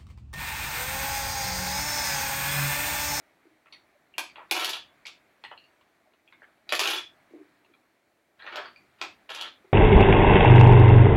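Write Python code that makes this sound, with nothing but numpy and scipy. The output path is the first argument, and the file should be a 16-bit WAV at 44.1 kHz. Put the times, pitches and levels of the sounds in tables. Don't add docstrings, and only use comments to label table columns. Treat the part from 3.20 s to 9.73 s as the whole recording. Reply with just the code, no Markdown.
import sys
import numpy as np
from scipy import signal
from scipy.fft import rfft, irfft
from scipy.io import wavfile
from scipy.ndimage import uniform_filter1d

SR = 44100
rng = np.random.default_rng(int(sys.argv[2]) if len(sys.argv) > 2 else 0)


def bounce(signal):
    frames = np.transpose(np.atleast_2d(signal))
    limited = np.clip(frames, -1, 1)
    pcm = np.round(limited * 32767).astype(np.int16)
    wavfile.write(sys.argv[1], SR, pcm)


def amplitude_ratio(level_db):
    exponent = np.asarray(level_db, float) / 20
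    return 10 ** exponent


N = 287954

# frequency in Hz, density in dB per Hz.
HISS_SPECTRUM = [(25, -24), (60, -8.5), (80, -6), (100, -3), (170, -6), (315, 4), (480, -2.5), (630, 3),
                 (900, -4.5), (2300, -5.5), (2800, -14.5), (4400, -16.5), (4900, -22), (16000, -28)]
# time in seconds, peak in dB, pitch in Hz.
HAND_THUDS = [(0.252, -42, 308), (0.619, -77, 750), (0.748, -53, 590), (2.804, -51.5, 673),
              (2.855, -46, 692), (2.871, -53, 640), (4.107, -41, 292), (4.134, -31, 302.4),
              (4.168, -50, 350), (4.182, -44, 389), (4.209, -52, 303), (4.247, -50, 304), (4.287, -58, 312),
              (4.498, -46.5, 311), (6.443, -44, 371)]
# frequency in Hz, width in Hz, level in dB.
BOARD_MODES = [(384.4, 60, -1.5), (649, 39, -2), (735, 70, 6), (891, 60, -0.5), (1320, 70, -0.5),
               (1728, 49, -1), (2320, 30, -13), (2370, 210, -13.5), (2474, 130, -5), (2620, 200, -10),
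               (3000, 360, 25), (3300, 53, -3), (3960, 49, -11.5), (3770, 157.4, -24), (4300, 140, -20),
               (4600, 30, -6)]
# frequency in Hz, density in dB per Hz.
CRACK_SPECTRUM = [(200, -56), (300, 1), (500, -22.5), (1000, -1.5), (1900, -7.5), (2600, 9.5), (3500, 12.5),
                  (4700, 1.5), (5000, -6), (7500, -14.5), (8800, -24.5), (9800, -13.5), (13500, -19),
                  (16000, -32)]
REGISTER_SPLITS_HZ = (1000, 2200, 4800, 8700)
# time in seconds, peak in dB, body weight in dB,
# tick in dB, fizz in dB.
BLOWS = [(.4454, -72, 7.5, -19, -23), (0.457, -52.5, 15.5, -27, -26), (0.5257, -36, -9, -19, -20),
         (.981, -17.5, -2.5, -3, -3), (1.1573, -39.5, 5, -43, -28), (1.8568, -33, -4.5, -3, -15),
         (1.867, -28, -17, -5, -12), (1.882, -41, 3.5, -8, -14), (2.2379, -30.5, -3, -19, -30),
         (2.3117, -45, 13.5, -28, -34.5), (2.6093, -49, 4.5, -10, -20), (2.9342, -49.5, 6, -20, -3),
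         (3.1238, -44, -1, -36, -29), (3.2266, -51, 12, -22, -24), (3.492, -25.5, -5, -11.5, -19.5),
         (3.5142, -32.5, 1, -8, -17), (4.446, -47.5, 4.5, -27, -28), (5.231, -58, 3, -28.5, -38.5),
         (5.2648, -32, 4, -28, -41), (5.3245, -35, 8, -16, -30), (5.3572, -26, 1.5, -6.5, -26),
         (5.8139, -21, 0, -6, -37), (5.8373, -31.5, 5, -10, -24.5)]
# time in seconds, peak in dB, body weight in dB, tick in dB, fizz in dB.
BOUNCES = [(1.3112, -11, -3.5, -4.5, -8), (1.3453, -29.5, -12, 2.5, -30), (1.3654, -19, 1, -23, -11),
           (1.3951, -16, -11.5, -10.5, -15), (1.422, -22.5, 1.5, -34, -10), (1.4456, -14.5, -39, -6, -8.5),
           (1.476, -23, 0, -8.5, -6), (1.4934, -18, -19, -5, -7), (1.5322, -18, -42, -14, -26),
           (3.523, -13, 3, -8.5, -13), (3.5509, -15.5, -30.5, -6.5, -10.5), (3.5929, -13.5, -3, -1, -11),
           (3.6007, -19, -12.5, -24, -6), (3.6348, -14.5, -19, -13.5, -25), (3.6559, -17, -0.5, -23, -13),
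           (3.6738, -14, -11, -7.5, -16), (3.702, -17, -5.5, -19.5, -9), (3.7092, -17.5, -27, -5.5, -24),
           (3.7347, -17, -4, -27.5, -12), (3.762, -23, -32.5, -4, -29), (6.0905, -34, -0.5, -32, -29),
           (6.1, -36.5, -12, 0, -31), (6.1477, -26, -22, -5, -16), (6.2108, -22.5, -4.5, -7.5, -17)]
# time in seconds, peak in dB, first
# tone in Hz, second tone in Hz.
TOUCHES = [(0.468, -42, 2090, 2630), (0.524, -34.5, 4390, 3700), (.545, -41, 2000, 2380),
           (0.939, -36, 2760, 2340), (1.097, -38, 2370, 4600), (1.157, -37, 2750, 3330),
           (1.181, -29.5, 865, 1200), (1.205, -32, 1000, 700), (1.23, -36.5, 1190, 880),
           (1.297, -44, 3700, 2530), (2.239, -32.5, 810, 4160), (2.248, -28.5, 1960, 2910),
           (2.262, -47, 2250, 4300), (2.315, -30, 800, 2960), (2.376, -35.5, 2800, 4210),
           (2.439, -42.5, 2790, 4480), (3.076, -41, 2550, 3300), (3.124, -36, 2130, 1490),
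           (3.219, -34, 1680, 675), (3.233, -44, 2120, 3100), (3.491, -25, 3950, 4760),
           (4.537, -44, 2390, 3370), (5.193, -43, 3900, 2530), (5.222, -31, 1770, 4100),
           (5.245, -35, 735, 1850), (5.274, -26.5, 1820, 1310), (5.345, -50, 716, 420),
           (5.457, -32, 1460, 4570), (5.56, -36, 2380, 4600), (3.776, -23.5, 3350, 3000),
           (.527, -46.5, 5770, 9640), (1.853, -29, 2220, 4530), (2.243, -51, 8100, 10700),
          (3.285, -42, 680, 1488), (5.2, -35.5, 1710, 3300), (5.262, -46, 4040, 6060),
          (5.323, -58, 5960, 4500), (5.36, -44, 14000, 12800), (5.822, -45, 14600, 12500),
          (6.092, -31.5, 2580, 3600), (6.141, -41, 10300, 11500), (3.524, -26.5, 380, 1320),
          (.983, -31.5, 385, 1240), (1.19, -44, 373, 620), (5.3, -37, 1340, 725), (.526, -36.5, 2250, 3300),
          (4.538, -45, 1340, 4000)]
# start in seconds, strongest in seconds, end in seconds,
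# strongest level in dB, body weight in dB.
RAKES = [
    (1.171, 1.189, 1.25, -64, 18),
    (5.189, 5.391, 5.49, -42, 7),
    (5.784, 5.823, 5.813, -43, -1),
]
# start in seconds, rolling from in seconds, end in seconds,
# rolling level in dB, brightness in dB.
DROPS = [
    (1.302, 1.341, 1.57, -34.5, -1.5),
    (3.523, 3.598, 3.79, -31, -3.5),
    (6.08, 6.091, 6.275, -37.5, -15.5),
]
# delay in seconds, level in dB.
WALL_ECHOES = [(.0021, -7), (.0047, -10), (.0083, -8), (.012, -5), (.017, -11), (.023, -11)]
# frequency in Hz, t60 in seconds.
WALL_T60 = [(250, 0.59), (660, 0.31), (1740, 0.37), (4590, 0.38), (8800, 0.34), (12100, 0.21)]

AIR_DB, AIR_START_DB, MURMUR_DB = -73.5, 9, 0
OPEN_SHARE, OPEN_MAX_DB, SINK_DB_PER_S = 0.34, 12.5, 13
BOOM_DB, ROLL_BODY_DB, SECOND_DB = -0.5, -3, -5.5
UPRIGHT_HZ, FLAT_HZ, TIP_SHARE, TIP_SPREAD = 2570, 3518, 0.59, 0.072
ROLL_FADE_DB, ROLL_DULL_DB, ROLL_THIN_DB = -4, -8.5, -6.5
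RAKE_START_DB, RAKE_END_DB = -16.5, -16
RAKE_DULL_DB, RAKE_BRIGHT_DB, RAKE_HZ = -25, -16, 2620
LINGER_HZ, LINGER_T60_S, LINGER_DB = 3420, .3, -13
GATE_DB = -70


def evened(x):
    return x / np.sqrt(np.mean(x ** 2) + 1e-20)


def smoothed(x, size):
    return uniform_filter1d(uniform_filter1d(x, size), size)


def read(points, hz):
    f, value = np.transpose(points)
    return np.interp(np.log(hz + 1), np.log(f + 1), value)


def add(mix, s, sound):
    part = mix[round(s * SR):][:len(sound)]
    part += sound[:len(part)]


def ring(hz, t60, t):
    return amplitude_ratio(-60 * t / t60) * np.sin(2 * np.pi * hz * t)


def onset(t, rise_s):
    return np.sin(np.pi / 2 * np.minimum(t / rise_s, 1)) ** 2


def air(near):
    frames, hz = N // 256 + 5, np.fft.rfftfreq(1024, 1 / SR)
    real, imag, patches = rng.standard_normal((frames, 513, 3)).T
    patches_db = 1.0 * evened(uniform_filter1d(uniform_filter1d(patches, 8, 0), 12, 1))
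    t = np.arange(frames) * 256 / SR
    near_db = 10 * np.log10(abs(uniform_filter1d(near ** 2, size=2048)) + 1e-12)
    excess_db = np.interp(t, np.arange(N) / SR, near_db) - AIR_DB
    push_db = np.clip(OPEN_SHARE * excess_db, 0, OPEN_MAX_DB)
    sink_db = SINK_DB_PER_S * t
    open_db = np.maximum.accumulate(np.maximum(push_db + sink_db, AIR_START_DB)) - sink_db
    low_mids = np.exp(-(np.log(hz + 1) - np.log(480)) ** 2 / .5)[:, None]
    reach = np.clip(1 - hz / 9000, .3, 1)[:, None]
    level_db = reach * (open_db - 6.5) + low_mids * (MURMUR_DB - 0.48 * open_db)
    z = (real + 1j * imag) * amplitude_ratio(read(HISS_SPECTRUM, hz)[:, None] + patches_db)
    steady = signal.istft(z, nperseg=1024, noverlap=768)[1]
    moving = signal.istft(z * amplitude_ratio(level_db), nperseg=1024, noverlap=768)[1][:N]
    return amplitude_ratio(AIR_DB + 9) * moving / np.sqrt(np.mean(steady ** 2))


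def thuds():
    out, t = np.zeros(N), np.arange(3000) / SR
    for s, db, hz in HAND_THUDS:
        wood = ring(hz, 0.085, t) + .5 * ring(0.73 * hz, 0.026, t) + .25 * ring(2.3 * hz, 0.039, t)
        add(out, s, amplitude_ratio(db - 3.5) * wood * onset(t, 0.0028))
    return out


def registers(hz):
    borders_hz = np.array([1, *REGISTER_SPLITS_HZ, SR])[:, None]
    steepness = np.array([12, 12, 12, 20, 14, 12])[:, None]
    above = 1 / (1 + (borders_hz / (hz + 1)) ** steepness)
    return above[:-1] - above[1:]


def plastic(crack_db, crack_t60):
    t, hz = np.arange(2048) / SR, np.fft.rfftfreq(2048, 1 / SR)
    f, width, db = np.transpose(BOARD_MODES)[:, :, None]
    spot, detune = rng.standard_normal((2, len(BOARD_MODES), 1))
    t60 = np.minimum(2.2 / width, .03)
    modes = amplitude_ratio(db + 4 * spot) * ring(f * (1 + .015 * detune), t60, t)
    burst = rfft(rng.standard_normal(len(t)) * amplitude_ratio(-60 * t / crack_t60))
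    even = burst / abs(burst) ** .65
    crack = irfft(even * amplitude_ratio(read(CRACK_SPECTRUM, hz)) * registers(hz)) * amplitude_ratio(-20 * t / crack_t60)
    both = evened(registers(f[:, 0]) @ modes) + amplitude_ratio(crack_db) * evened(crack)
    return np.array([evened(part) for part in both])


def peg_hz(s):
    done = max([(s - start) / (end - start) for start, _, end, _, _ in DROPS if s < end], default=-1)
    return UPRIGHT_HZ + (FLAT_HZ - UPRIGHT_HZ) / (1 + np.exp(min((TIP_SHARE - done) / TIP_SPREAD, 20)))


def knocks():
    out, t = np.zeros(N), np.arange(2048) / SR
    for s, db, body_db, tick_db, fizz_db in BLOWS + BOUNCES:
        fizz_db = min(fizz_db, 1.2 * (db + 12))
        weights = amplitude_ratio(np.array([body_db + BOOM_DB, body_db, 0, tick_db, fizz_db]))
        board = weights @ plastic(crack_db=5.0, crack_t60=0.032)
        peg = amplitude_ratio(-1.5) * evened(ring(peg_hz(s), 0.013, t))
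        rise_s = .0004 * amplitude_ratio(-.5 * (db + 12))
        add(out, s, amplitude_ratio(db - 23.5) * onset(t, rise_s) * (board + peg))
    return out


def touches():
    out, t = np.zeros(N), np.arange(2048) / SR
    for s, db, hz, second_hz in TOUCHES:
        peg = ring(hz, .013, t) + amplitude_ratio(SECOND_DB) * ring(second_hz, .012, t)
        buzz = 1 + 0.13 * evened(smoothed(rng.standard_normal(len(t)), 30))
        rise_s = 0.002 * amplitude_ratio(-.35 * (db + 36.5))
        add(out, s, amplitude_ratio(db) * peg * buzz * onset(t, rise_s))
    return out


def rattle(start, db, boom_db, body_db, tick_db, hz, per_s, spread_db, fizz_db):
    out, t = np.zeros(N), np.arange(2048) / SR
    rise = np.minimum(np.arange(2048) / 40, 1) ** 2
    draws = rng.random((SR // 2, 16))[:len(db)].T
    size = amplitude_ratio(spread_db * np.minimum(-np.log(draws[:8] + 1e-9), 2.5))
    taps = size * (draws[8:] < per_s / 8 / SR)
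    taps = taps * amplitude_ratio(db) / np.sqrt(np.mean(taps ** 2) * 8 + 1e-20)
    weights = amplitude_ratio(np.array([boom_db, body_db + 0 * db, 0 * db, tick_db, tick_db + fizz_db]))
    for train in taps:
        spot = plastic(crack_db=2.5, crack_t60=0.01)
        spot[2] += amplitude_ratio(-4) * evened(ring(rng.normal(hz, 66), 0.0057, t))
        sound = signal.fftconvolve(train * weights, rise * spot, axes=1).sum(0)
        add(out, start, amplitude_ratio(-38.0) * sound)
    return out


def rake(start, strongest, end, db, body_db):
    t, s = np.arange(start, end, 1 / SR), [start, strongest, end]
    press_db = np.interp(t, s, [RAKE_START_DB, 0, RAKE_END_DB])
    tick_db = np.interp(t, s, [RAKE_DULL_DB, RAKE_BRIGHT_DB, RAKE_BRIGHT_DB - 3.5])
    boom_db = body_db - 3.5 + .3 * press_db
    return rattle(start, db + press_db, boom_db, body_db, tick_db, RAKE_HZ,
                  per_s=600, spread_db=2.5, fizz_db=-20)


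def roll(start, rolling, end, db, tick_db):
    done = np.arange(0, end - rolling, 1 / SR) / (end - rolling)
    level_db = db + ROLL_FADE_DB * done
    boom_db = ROLL_BODY_DB + ROLL_THIN_DB * done
    dulling_db = tick_db + ROLL_DULL_DB * done
    hz = peg_hz(rolling + .6 * (end - rolling))
    return rattle(rolling, level_db, boom_db, ROLL_BODY_DB, dulling_db, hz,
                  per_s=400, spread_db=4.0, fizz_db=-3.0 + 0.72 * (db + 30.5))


def linger():
    out, t = np.zeros(N), np.arange(SR // 3) / SR
    for _, _, end, db, _ in DROPS:
        tone = ring(LINGER_HZ, LINGER_T60_S, t) * np.minimum(t / 0.016, 1)
        add(out, end - .03, amplitude_ratio(db + LINGER_DB) * tone)
    return out


def room(x):
    early = np.zeros(2048)
    early[0] = 1
    for s, db in WALL_ECHOES:
        early[round(s * SR)] = amplitude_ratio(db)
    taps = np.zeros((3, SR // 2))
    at = np.arange(200, SR // 2 - 20, 12) + rng.integers(0, 12, (3, (SR // 2 - 209) // 12))
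    np.put_along_axis(taps, at, rng.choice([-1., 1.], at.shape), 1)
    hz, t, z = signal.stft(taps, SR, nperseg=256)
    decay_db = -52 * t * (1 + t / 0.29) / read(WALL_T60, hz)[:, None]
    tails = signal.istft(z * amplitude_ratio(decay_db), SR, nperseg=256)[1]
    phase = 6.6 * np.arange(N) / SR + np.arange(3)[:, None] / 3
    turn = np.cos(np.pi * phase) * np.sqrt(2 / 3)
    late = signal.fftconvolve(x * turn, tails / np.linalg.norm(tails[0]), axes=1).sum(0)
    return signal.fftconvolve(x, early)[:N] + amplitude_ratio(-1.5) * late[:N]


def gated(x):
    hz, _, z = signal.stft(x, SR, nperseg=256, noverlap=192)
    power = uniform_filter1d(uniform_filter1d(abs(z) ** 2, size=3, axis=0), size=5, axis=1)
    floor = amplitude_ratio(2 * (GATE_DB + read(HISS_SPECTRUM, hz)))[:, None]
    keep = power / (abs(power) + floor)
    return signal.istft(z * keep, SR, nperseg=256, noverlap=192)[1][:N]


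def scene():
    rattles = sum(rake(*row) for row in RAKES) + sum(roll(*row) for row in DROPS)
    no_bass = signal.butter(6, 285, "high", fs=SR, output="sos")
    close = signal.sosfilt(no_bass, thuds() + knocks() + touches() + rattles)
    near = gated(room(close + linger()))
    return (near + air(near))[None]


def low_pass(x):
    return signal.sosfilt(signal.butter(12, 16500, fs=SR, output="sos"), x)


def record(dry):
    thin = signal.sosfilt(signal.butter(1, 45, "high", fs=SR, output="sos"), dry)
    limited = signal.oaconvolve(thin, signal.firwin(255, 16300, fs=SR)[None], "same")
    return low_pass(limited)


dry = scene()
out = record(dry)
bounce(out)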